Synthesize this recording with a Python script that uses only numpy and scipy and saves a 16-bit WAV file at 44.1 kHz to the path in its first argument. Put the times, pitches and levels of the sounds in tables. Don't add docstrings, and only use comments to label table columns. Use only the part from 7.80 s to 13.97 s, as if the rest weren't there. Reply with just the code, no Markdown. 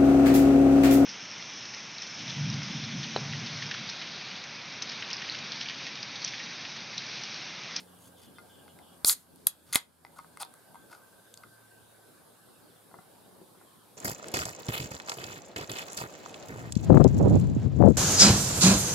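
import sys
import numpy as np
from scipy import signal
from scipy.fft import rfft, irfft
from scipy.io import wavfile
from scipy.ndimage import uniform_filter1d

SR = 44100
rng = np.random.default_rng(int(sys.argv[2]) if len(sys.argv) > 2 else 0)


def dump(signal):
    limited = np.clip(np.atleast_2d(signal).T, -1, 1)
    pcm = np.round(limited * 32767).astype(np.int16)
    wavfile.write(sys.argv[1], SR, pcm)


N = 272097
T = np.arange(N) / SR

# f/Hz, relative level/dB, t60/s when free to ring
BODY_MODES = [(590, -10, 0.035), (780, -1, 0.027), (932, 0, 0.03), (1086, 3.5, 0.01), (1250, 3, 0.023),
              (1443, -1.5, 0.04)]
# f/Hz, relative level/dB, t60/s when free to ring
LID_MODES = [(2082, -6.5, 0.02), (2537, -3.5, 0.012), (3515, 2, 0.0041), (4240, -3, 0.01),
             (4822, 2.5, 0.0083), (5615, -0.5, 0.016)]
# f/Hz, relative level/dB, t60/s when free to ring
EDGE_MODES = [(6436, -5.5, 0.015), (7090, -6.5, 0.013), (8250, -3, 0.0055), (9270, -6, 0.0073),
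              (10130, -3.5, 0.004), (11180, -3.5, 0.0051), (12930, -1, 0.0026), (14300, -7, 0.0058),
              (16000, -13.5, 0.0049)]


def amp(db):
    return 10 ** (np.asarray(db) / 20)


def evened(x):
    return x / np.sqrt(np.mean(x ** 2) + 1e-20)


def follow(points, outside=None):
    t, value = np.transpose(points)
    return np.interp(T, t, value, outside, outside)


def read(points, hz):
    f, value = np.transpose(points)
    return np.interp(np.log(hz + 1), np.log(f + 1), value)


def coloured(x, points, share=1):
    hz = np.fft.rfftfreq(x.shape[-1], 1 / SR)
    return irfft(rfft(x) * amp(share * read(points, hz)), x.shape[-1])


def ring(drive, modes):
    t = T[:4096]
    reply = np.zeros(len(t))
    for k, (hz, db, t60) in enumerate(modes):
        reply += (-1) ** k * amp(db - 60 * t / t60) * np.sin(2 * np.pi * hz * t)
    return signal.oaconvolve(drive, reply / abs(reply).max())[:len(drive)]


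def resonate(x, hz, width):
    turn = np.exp(2j * np.pi * np.cumsum(hz * np.ones(len(x))) / SR)
    r = np.exp(-np.pi * width / SR)
    smooth = signal.lfilter([1], np.convolve([1, -r], [1, -r]), x / turn)
    return evened((turn * smooth).real)


def wash(colour, same, patchy_db):
    frames, hz = N // 256 + 5, np.fft.rfftfreq(1024, 1 / SR)
    a, b, c, d, patches = rng.standard_normal((frames, 513, 5)).T
    patches = uniform_filter1d(patches, size=10, axis=0)
    patches = evened(uniform_filter1d(patches, size=14, axis=1))
    same = np.clip(same, -1, 1)
    left = a + 1j * b
    right = same * left + np.sqrt(1 - same ** 2) * (c + 1j * d)
    gain = amp(read(colour, hz)[:, None] + patchy_db * patches)
    noise = signal.istft(np.array([left, right]) * gain, nperseg=1024, noverlap=768)[1]
    return evened(noise[:, :N])


def blows():
    # t/s, body level/dB, lid level/dB, edge level/dB,
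    # lid favoured f/Hz, edge favoured f/Hz, freedom to ring (factor on t60)
    tears = [(1.2467, -35.5, -8.5, -8, 4470, 9200, 0.58), (1.2957, -28.5, -8.5, -14, 4220, 10700, .8),
             (1.6686, -38, -19, -8, 3760, 11100, 0.56), (1.6703, -33.5, -16, -2.5, 3600, 11400, 0.36),
             (1.671, -40, -24, -27.5, 4854, 9250, .5), (1.927, -37.5, -25, -23.5, 4140, 6800, 0.79),
             (1.9313, -44.5, -28.5, -17, 2080, 11260, 0.87), (1.9351, -42.5, -26.5, -22.5, 4700, 6700, 1.1),
             (1.9385, -36.5, -26, -24.5, 3400, 6740, 1.4), (1.9461, -34.5, -27.5, -15, 2100, 11270, 0.8),
             (1.9502, -33.5, -25, -15.5, 2070, 6570, 1.1), (1.9553, -34.5, -15.5, -14, 3440, 10160, 0.45),
             (1.9566, -20, -9.5, -5, 3460, 10050, 1.1), (1.9578, -24.5, -11, -9.5, 2026, 8530, 0.74)]
    # t/s, body level/dB, lid level/dB, edge level/dB,
    # body favoured f/Hz, freedom to ring (factor on t60)
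    taps = [(0.584, -42, -46, -57, 1450, 2.3), (0.8795, -51, -50, -68, 1430, .8),
            (0.9886, -55.5, -46.5, -50, 1590, .8), (2.249, -36, -34.5, -49, 820, 0.73),
            (2.2664, -47, -48, -59.5, 846, .7), (2.3872, -33.5, -44.5, -43, 1100, 1.6),
            (2.398, -47, -49, -63, 1030, .9), (2.4454, -42.5, -62, -65, 1140, 1.1),
            (2.572, -38.5, -41, -37, 1166, 0.75), (2.739, -51, -60, -39, 1250, .7),
            (2.944, -42, -60, -57, 885, 1.1), (2.9549, -40.5, -57.5, -53, 888, 1.4),
            (3.1275, -41, -44.5, -68, 1390, 1.3), (3.635, -42.5, -48.5, -53, 1340, .8)]
    # t/s, body level/dB, lid level/dB, edge level/dB,
    # lid favoured f/Hz, edge favoured f/Hz
    ticks = [(1.5593, -61, -53, -43.5, 4500, 10690), (2.6018, -41.5, -44, -33, 4700, 9200),
             (2.6083, -46, -34, -37, 4700, 9700), (2.6134, -45, -38, -35, 4300, 9740),
             (2.6177, -41.5, -35, -28, 4300, 9350), (2.6254, -38.5, -46, -22.5, 3800, 9400),
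             (2.631, -33.5, -27, -41, 3260, 8590), (2.6489, -42, -44, -40, 4300, 11110),
             (3.5403, -60, -43.5, -36, 3420, 7460), (3.5743, -62, -38.5, -38.5, 4700, 7430)]
    hole_opens_s = 1.9556
    shut_hz, open_hz = 1352, 710
    tap_lid_hz, tap_edge_hz, tick_body_hz = 2000, 9500, 961
    tear_ms, tap_ms, tick_ms = 0.55, 0.43, 0.35
    tick_free = 0.6

    rows = []
    for s, body_db, lid_db, edge_db, lid_hz, edge_hz, free in tears:
        body_hz = open_hz if s > hole_opens_s else shut_hz
        rows.append((s, body_db, lid_db, edge_db, body_hz, lid_hz, edge_hz, tear_ms, free))
    rows += [(*row, tap_lid_hz, tap_edge_hz, tap_ms, free) for *row, free in taps]
    rows += [(*row[:4], tick_body_hz, *row[4:], tick_ms, tick_free) for row in ticks]
    return rows


def clicks():
    linger_db, linger_longer = -21.5, 5.1
    out, t = np.zeros(N + 4400), T[:4400]
    fade = np.cos(t / t[-1] * np.pi / 2)
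    rows = blows()
    chance = rng.standard_normal((len(rows), 4406))
    for (s, *levels_db, body_hz, lid_hz, edge_hz, ms, free), draw in zip(rows, chance):
        here = out[round(s * SR):][:len(t)]
        u = t * 1000 / max(ms, .05)
        slip = u * np.exp(-2 * u)
        parts = zip((body_hz, lid_hz, edge_hz), (BODY_MODES, LID_MODES, EDGE_MODES))
        for k, (spot_hz, modes) in enumerate(parts):
            hz, db, t60 = np.transpose(modes)[:, :, None]
            hz = hz * (1 + .015 * draw[k])
            near_db = db - np.minimum(30 * abs(np.log2(hz / spot_hz)), 17)
            fall_db = 60 * t / (t60 * max(free, .1))
            dying = amp(near_db - fall_db) + amp(near_db + linger_db - fall_db / linger_longer)
            swell = signal.fftconvolve(slip[None], dying * fade, axes=1)[:, :len(t)]
            phase = 9 * draw[3 + k] * np.arange(1, len(modes) + 1)[:, None]
            sound = (swell * np.sin(2 * np.pi * hz * t + phase)).sum(0)
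            here += amp(levels_db[k]) * sound / abs(sound).max()
        here += amp(levels_db[2] + 3) * slip * np.diff(draw[5:])
    return out[:N]


def jet():
    # f/Hz, relative level/dB
    jet_colour = [(300, -32), (1500, -17), (2700, -22.5), (4900, -12), (5800, -10), (6800, -1.5),
                  (8000, -7), (9200, -4.5), (10200, -8), (11500, -4), (12600, -9), (14500, -7.5),
                  (15700, -14), (16100, -44)]
    # t/s, level/dB
    vent = [(1.250, -52), (1.256, -28.5), (1.282, -16), (1.3, -19), (1.329, -24), (1.343, -40.5),
            (1.365, -50), (1.43, -61.5), (1.5, -93)]
    # t/s, level/dB, gush length/s, brightness (negative dulls)
    puffs = [(1.675, -37, .011, 0.33), (1.96, -29, 0.016, -1.2)]
    widens_s, narrow_bright, wide_bright = 1.296, 0.49, 0.05
    rise_s, gush_sag_db = 0.0033, -3.5
    drop_db, drop_s, fade_db_per_s = -10.5, 0.011, 298

    hiss = evened(coloured(rng.standard_normal((2, N)), jet_colour))
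    dull = evened(coloured(hiss, [(1000, 1), (16000, -18.5)]))
    edge = hiss - dull
    splutter = evened(uniform_filter1d(rng.standard_normal(N), size=40))
    splutter = np.clip(splutter, -2, 2)
    vent_bright = np.where(T < widens_s, narrow_bright, wide_bright)
    out = (hiss + vent_bright * edge) * amp(follow(vent, -200))
    for s, db, gush, bright in puffs:
        t = T - s
        shape_db = np.interp(t, [0, gush, gush + drop_s], [0, gush_sag_db, gush_sag_db + drop_db])
        shape_db -= fade_db_per_s * np.maximum(t - gush - drop_s, 0)
        rise = np.clip(1 + t / rise_s, 0, 1) ** 2
        out += (hiss + bright * edge) * rise * amp(db + shape_db)
    return out * amp(1.4 * splutter)


def pushes():
    # t/s, left half-amplitude, right half-amplitude (before decay), swing f/Hz, t60/s
    swings = [(1.2467, 0.17, 0.066, 445, 0.0026), (1.67, 0.14, -0.094, 302, 0.0057),
              (1.9568, -0.078, 0.22, 239.3, .012)]
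    out = np.zeros((2, N))
    for s, left, right, hz, t60 in swings:
        t = np.maximum(T - s, 0)
        out += np.outer([left, right], 2 * np.sin(2 * np.pi * hz * t) * amp(-60 * t / t60))
    return out


def rubs():
    # first, second and third level breakpoint t/s,
    # body level/dB, lid level/dB, edge level/dB
    strokes = [(-.01, 0.0, 0.092, -67, -52.5, -54.5), (0.186, 0.294, 0.29, -76, -67, -57),
               (0.366, 0.448, 0.53, -71, -63.5, -61.5), (0.646, 0.68, 1.6, -71, -72, -72),
               (1.865, 1.941, 1.926, -62, -60.5, -59.5), (2.361, 2.395, 2.39, -49.5, -65, -57),
               (2.596, 2.621, 2.665, -43.5, -47.5, -45), (3.097, 3.127, 3.31, -55, -61, -59.5)]
    first_db, third_db = -7.5, -44
    ticks = rng.standard_normal(N) * amp(1.98 * rng.exponential(1, N))
    ticks = ticks * (rng.random(N) < 2500 / SR)
    out = np.zeros(N)
    for column, modes in enumerate((BODY_MODES, LID_MODES, EDGE_MODES)):
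        level = np.zeros(N)
        for stroke in strokes:
            shape_db = np.interp(T, stroke[:3], [first_db, 0, third_db], -200, -200)
            level += amp(stroke[3 + column] + shape_db)
        out += ring(ticks * level, modes) / np.std(ring(ticks, modes))
    return out


def widen(x):
    # f/Hz, side against mid level/dB, lead of the side/rad
    side_share = [(203, -7.5, 1.2), (608.5, -6.5, 1.4), (1200, -11, 0.37), (3010, -18.5, 1.2),
                  (7000, -12.5, 1.0), (10000, -15.5, 2.2), (13000, -4.5, 0.57), (16000, 0, 1.7)]
    hz = np.fft.rfftfreq(N, 1 / SR)
    f, db, lead = np.transpose(side_share)
    turn = np.exp(1j * np.interp(hz, f, lead))
    side = irfft(rfft(x) * amp(np.interp(hz, f, db)) * turn, N)
    return x + [side, -side]


def scatter(x):
    # f/Hz, t60/s
    garden = [(300, 0.26), (1000, 0.21), (3000, 0.2), (8000, 0.098), (15000, .08)]
    hz, t, z = signal.stft(rng.standard_normal((2, SR // 2)), SR, nperseg=128)
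    tail = signal.istft(z * amp(-60 * t / read(garden, hz)[:, None]), SR, nperseg=128)[1]
    tail = tail * np.clip(np.arange(tail.shape[1]) / 450, 0, 1)
    return signal.oaconvolve(x, tail / np.linalg.norm(tail[0]), axes=1)[:, :N]


def knocks():
    # t/s, drive level/dB, high modes against low modes level/dB
    hits = [(4.685, -54, 0), (5.113, -59.5, 13), (5.141, -53.5, 16), (5.187, -50.5, 9.5), (5.509, -59, -7),
            (5.526, -49.5, -18), (5.615, -45, -15), (5.669, -61, -11), (5.772, -58, -11),
            (5.812, -59.5, 10.5)]
    # f/Hz, relative level/dB, t60/s
    dull_modes = [(179, 6.5, 0.096), (376, 6.5, 0.12), (738, 3, 0.019), (1078, -2, 0.045),
                  (1393, -1.5, 0.028), (2025, -11, 0.034)]
    low, high = np.zeros((2, N + 1500))
    t = T[:1500]
    for (s, db, rel_db), grit in zip(hits, rng.standard_normal((len(hits), 1500))):
        blow = 0.061 * grit * np.exp(-t / 0.0097) + (t == 0)
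        start = round(s * SR)
        low[start:][:1500] += amp(db) * blow
        high[start:][:1500] += amp(db + rel_db) * blow
    soft = signal.windows.hann(15) / 7
    struck = ring(low, dull_modes[:2]) + ring(high, dull_modes[2:])
    return np.convolve(struck, soft, "same")[:N]


def bird():
    # t/s, level/dB, base f/Hz of the first
    trills = [(0.064, -73.5, 3230), (.366, -68, 3270), (.69, -67, 3240), (1.018, -69, 3220)]
    # t/s, level/dB, base f/Hz
    chirps = [(0.23, -69, 3180), (0.549, -67, 3330), (.88, -67.5, 3130)]
    # t/s, level/dB, middle f/Hz, length/s
    peeps = [(4.55, -76.5, 2810, 0.014), (4.632, -75, 2800, 0.016), (4.692, -78, 2790, 0.017),
             (4.755, -73, 2750, 0.01), (4.898, -75, 3460, 0.027), (4.958, -73, 3430, 0.022),
             (5.015, -77, 3400, .022), (5.632, -80, 3350, 0.0544), (5.751, -77.5, 3260, 0.039),
             (5.842, -78, 3200, 0.065), (5.983, -77, 3200, 0.049)]
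    gap_s, step_hz, note_s, peep_fall_hz = .046, -64, 0.033, 550
    hz, level = np.full(N, 3200.), np.zeros(N)
    runs = [(s + k * gap_s, db, f + k * step_hz) for s, db, f in trills for k in range(3)]
    for s, db, pitch_hz in runs + chirps:
        u = (T - s) / note_s
        on = (u > 0) & (u < 1)
        glide = 0.15 * np.exp(-u[on] / 0.1)
        warble = 0.092 * np.cos(2 * np.pi * 90 * (T[on] - s))
        hz[on] = pitch_hz * (1 + glide + warble)
        level[on] = amp(db) * np.sqrt(2 * np.sin(np.pi * u[on]))
    for s, db, pitch_hz, length in peeps:
        on = (T > s) & (T < s + length)
        u = (T[on] - s) / length
        hz[on] = pitch_hz - peep_fall_hz * (u - .5)
        level[on] = amp(db) * np.sqrt(2 * np.sin(np.pi * u))
    return level * np.sin(2 * np.pi * np.cumsum(hz) / SR)


def far_tones():
    # t/s, level/dB
    whine = [(0.0, -79.5), (0.8, -71), (2.0, -90), (2.75, -71), (3.3, -70), (3.9, -68), (5.4, -85.5),
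             (6.17, -104)]
    # mean firing f/Hz at the start, loss/(Hz/s)
    engines = [(90.8, 3.5), (114.5, 0.97)]
    # t/s, level/dB
    engine_levels = [
        [(0, -66), (.3, -63), (.6, -68.5), (1.0, -69.5), (2.5, -66.5), (2.8, -85)],
        [(0, -74), (.5, -68), (1.4, -80.5), (2.4, -77), (4.0, -67.5), (4.7, -74), (6.17, -72)],
    ]
    # relative level/dB of multiples 1, 2, 3 of the firing rate
    engine_orders = [
        [0.1, 1, -3],
        [0.099, -11.5, -30],
    ]
    out = amp(follow(whine)) * resonate(rng.standard_normal(N), 1590 - 10 * T, 60)
    for (hz, loss), levels, orders in zip(engines, engine_levels, engine_orders):
        for k, order_db in enumerate(orders):
            waver = uniform_filter1d(rng.standard_normal((2, N)), size=5000)
            waver = evened(uniform_filter1d(waver, size=5000))
            rate = (hz - loss * T) * (1 + .01 * waver[0])
            turns = (k + 1) * np.cumsum(rate) / SR
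            level = amp(follow(levels) + order_db + 2.1 * waver[1])
            out += level * np.sin(2 * np.pi * turns)
    return out * amp([[.6], [-.6]])


def traffic():
    # t/s, level/dB
    swell = [(0, -62), (.5, -60), (1.15, -61), (2.0, -69.5), (2.5, -64.5), (3.0, -63), (3.6, -72),
             (4.6, -71.5), (5.3, -63.5), (6.17, -67)]
    # f/Hz, relative level/dB
    rumble_colour = [(25, -18), (55, -8.5), (85, -11), (160, 8.5), (400, -1.5), (900, -3.5), (1800, -46.5)]
    return amp(follow(swell)) * wash(rumble_colour, 0.38, patchy_db=3.5)


def air():
    # f/Hz, relative level/dB
    hiss_colour = [(40, -22), (74, -19), (104, -6), (250, -4.5), (550, -5.5), (1180, -12.5), (1650, -15),
                   (1900, -23), (4000, -22.5), (9000, -18), (15600, -20), (16000, -53.5)]
    # f/Hz, left-right likeness
    likeness = [(60, 0.93), (200, 0.16), (800, 0.18), (3000, 0.33), (7000, 0.22), (10000, 0.74),
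                (15000, .1)]
    # f/Hz, spread/dB
    patchy = [(500, 2.5), (2000, 2.7), (5000, 1.45)]
    hz = np.fft.rfftfreq(1024, 1 / SR)
    return amp(-58.5) * wash(hiss_colour, read(likeness, hz)[:, None], read(patchy, hz)[:, None])


def scene():
    struck = clicks() + rubs() + knocks()
    gas, eddies = jet()
    near = widen(struck + gas) + pushes()
    near += amp(-14.5) * scatter((struck + amp(1.0) * gas)[None])
    near += amp(-9.5) * eddies * [[1], [-1]]
    song = bird()
    far_song = song + amp(-4) * scatter(song[None])
    return near + far_song + far_tones() + traffic() + air()


def record(dry):
    # f/Hz, left against right level/dB
    port_balance = [(100, -0.5), (700, 1), (1500, -1.5), (8000, .5), (11000, 0.5), (13000, -9),
                    (16000, 5.5)]
    # f/Hz, response level/dB
    microphone = [(30, -11), (70, -2), (1800, 1), (2600, 0), (3600, 4), (4800, 1.5), (6000, -5), (7000, -3),
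                  (9500, 1), (11500, 1), (13500, -3), (16500, -7.5)]
    ports = np.array([coloured(dry[0], port_balance, .5), coloured(dry[1], port_balance, -.5)])
    ports = coloured(ports, microphone)
    heard = signal.lfilter(*signal.butter(1, 1500, fs=SR), ports)
    power = abs(uniform_filter1d((heard ** 2).mean(0), size=600))
    power_db = 10 * np.log10(power + 1e-12)
    fall = T * 45
    held_db = np.maximum.accumulate(power_db + fall) - fall
    over_db = np.maximum(held_db + 38.5, 0)
    lag = np.exp(-1 / (.08 * SR))
    ducked = ports / amp(0.87 * signal.lfilter([1 - lag], [1, -lag], over_db))
    squeezed = .9 * np.tanh(ducked / .9)
    band = signal.firwin(255, 16600, window=("kaiser", 9), fs=SR)
    return signal.oaconvolve(squeezed, band[None], "same")


dry = scene()
out = record(dry)
dump(out)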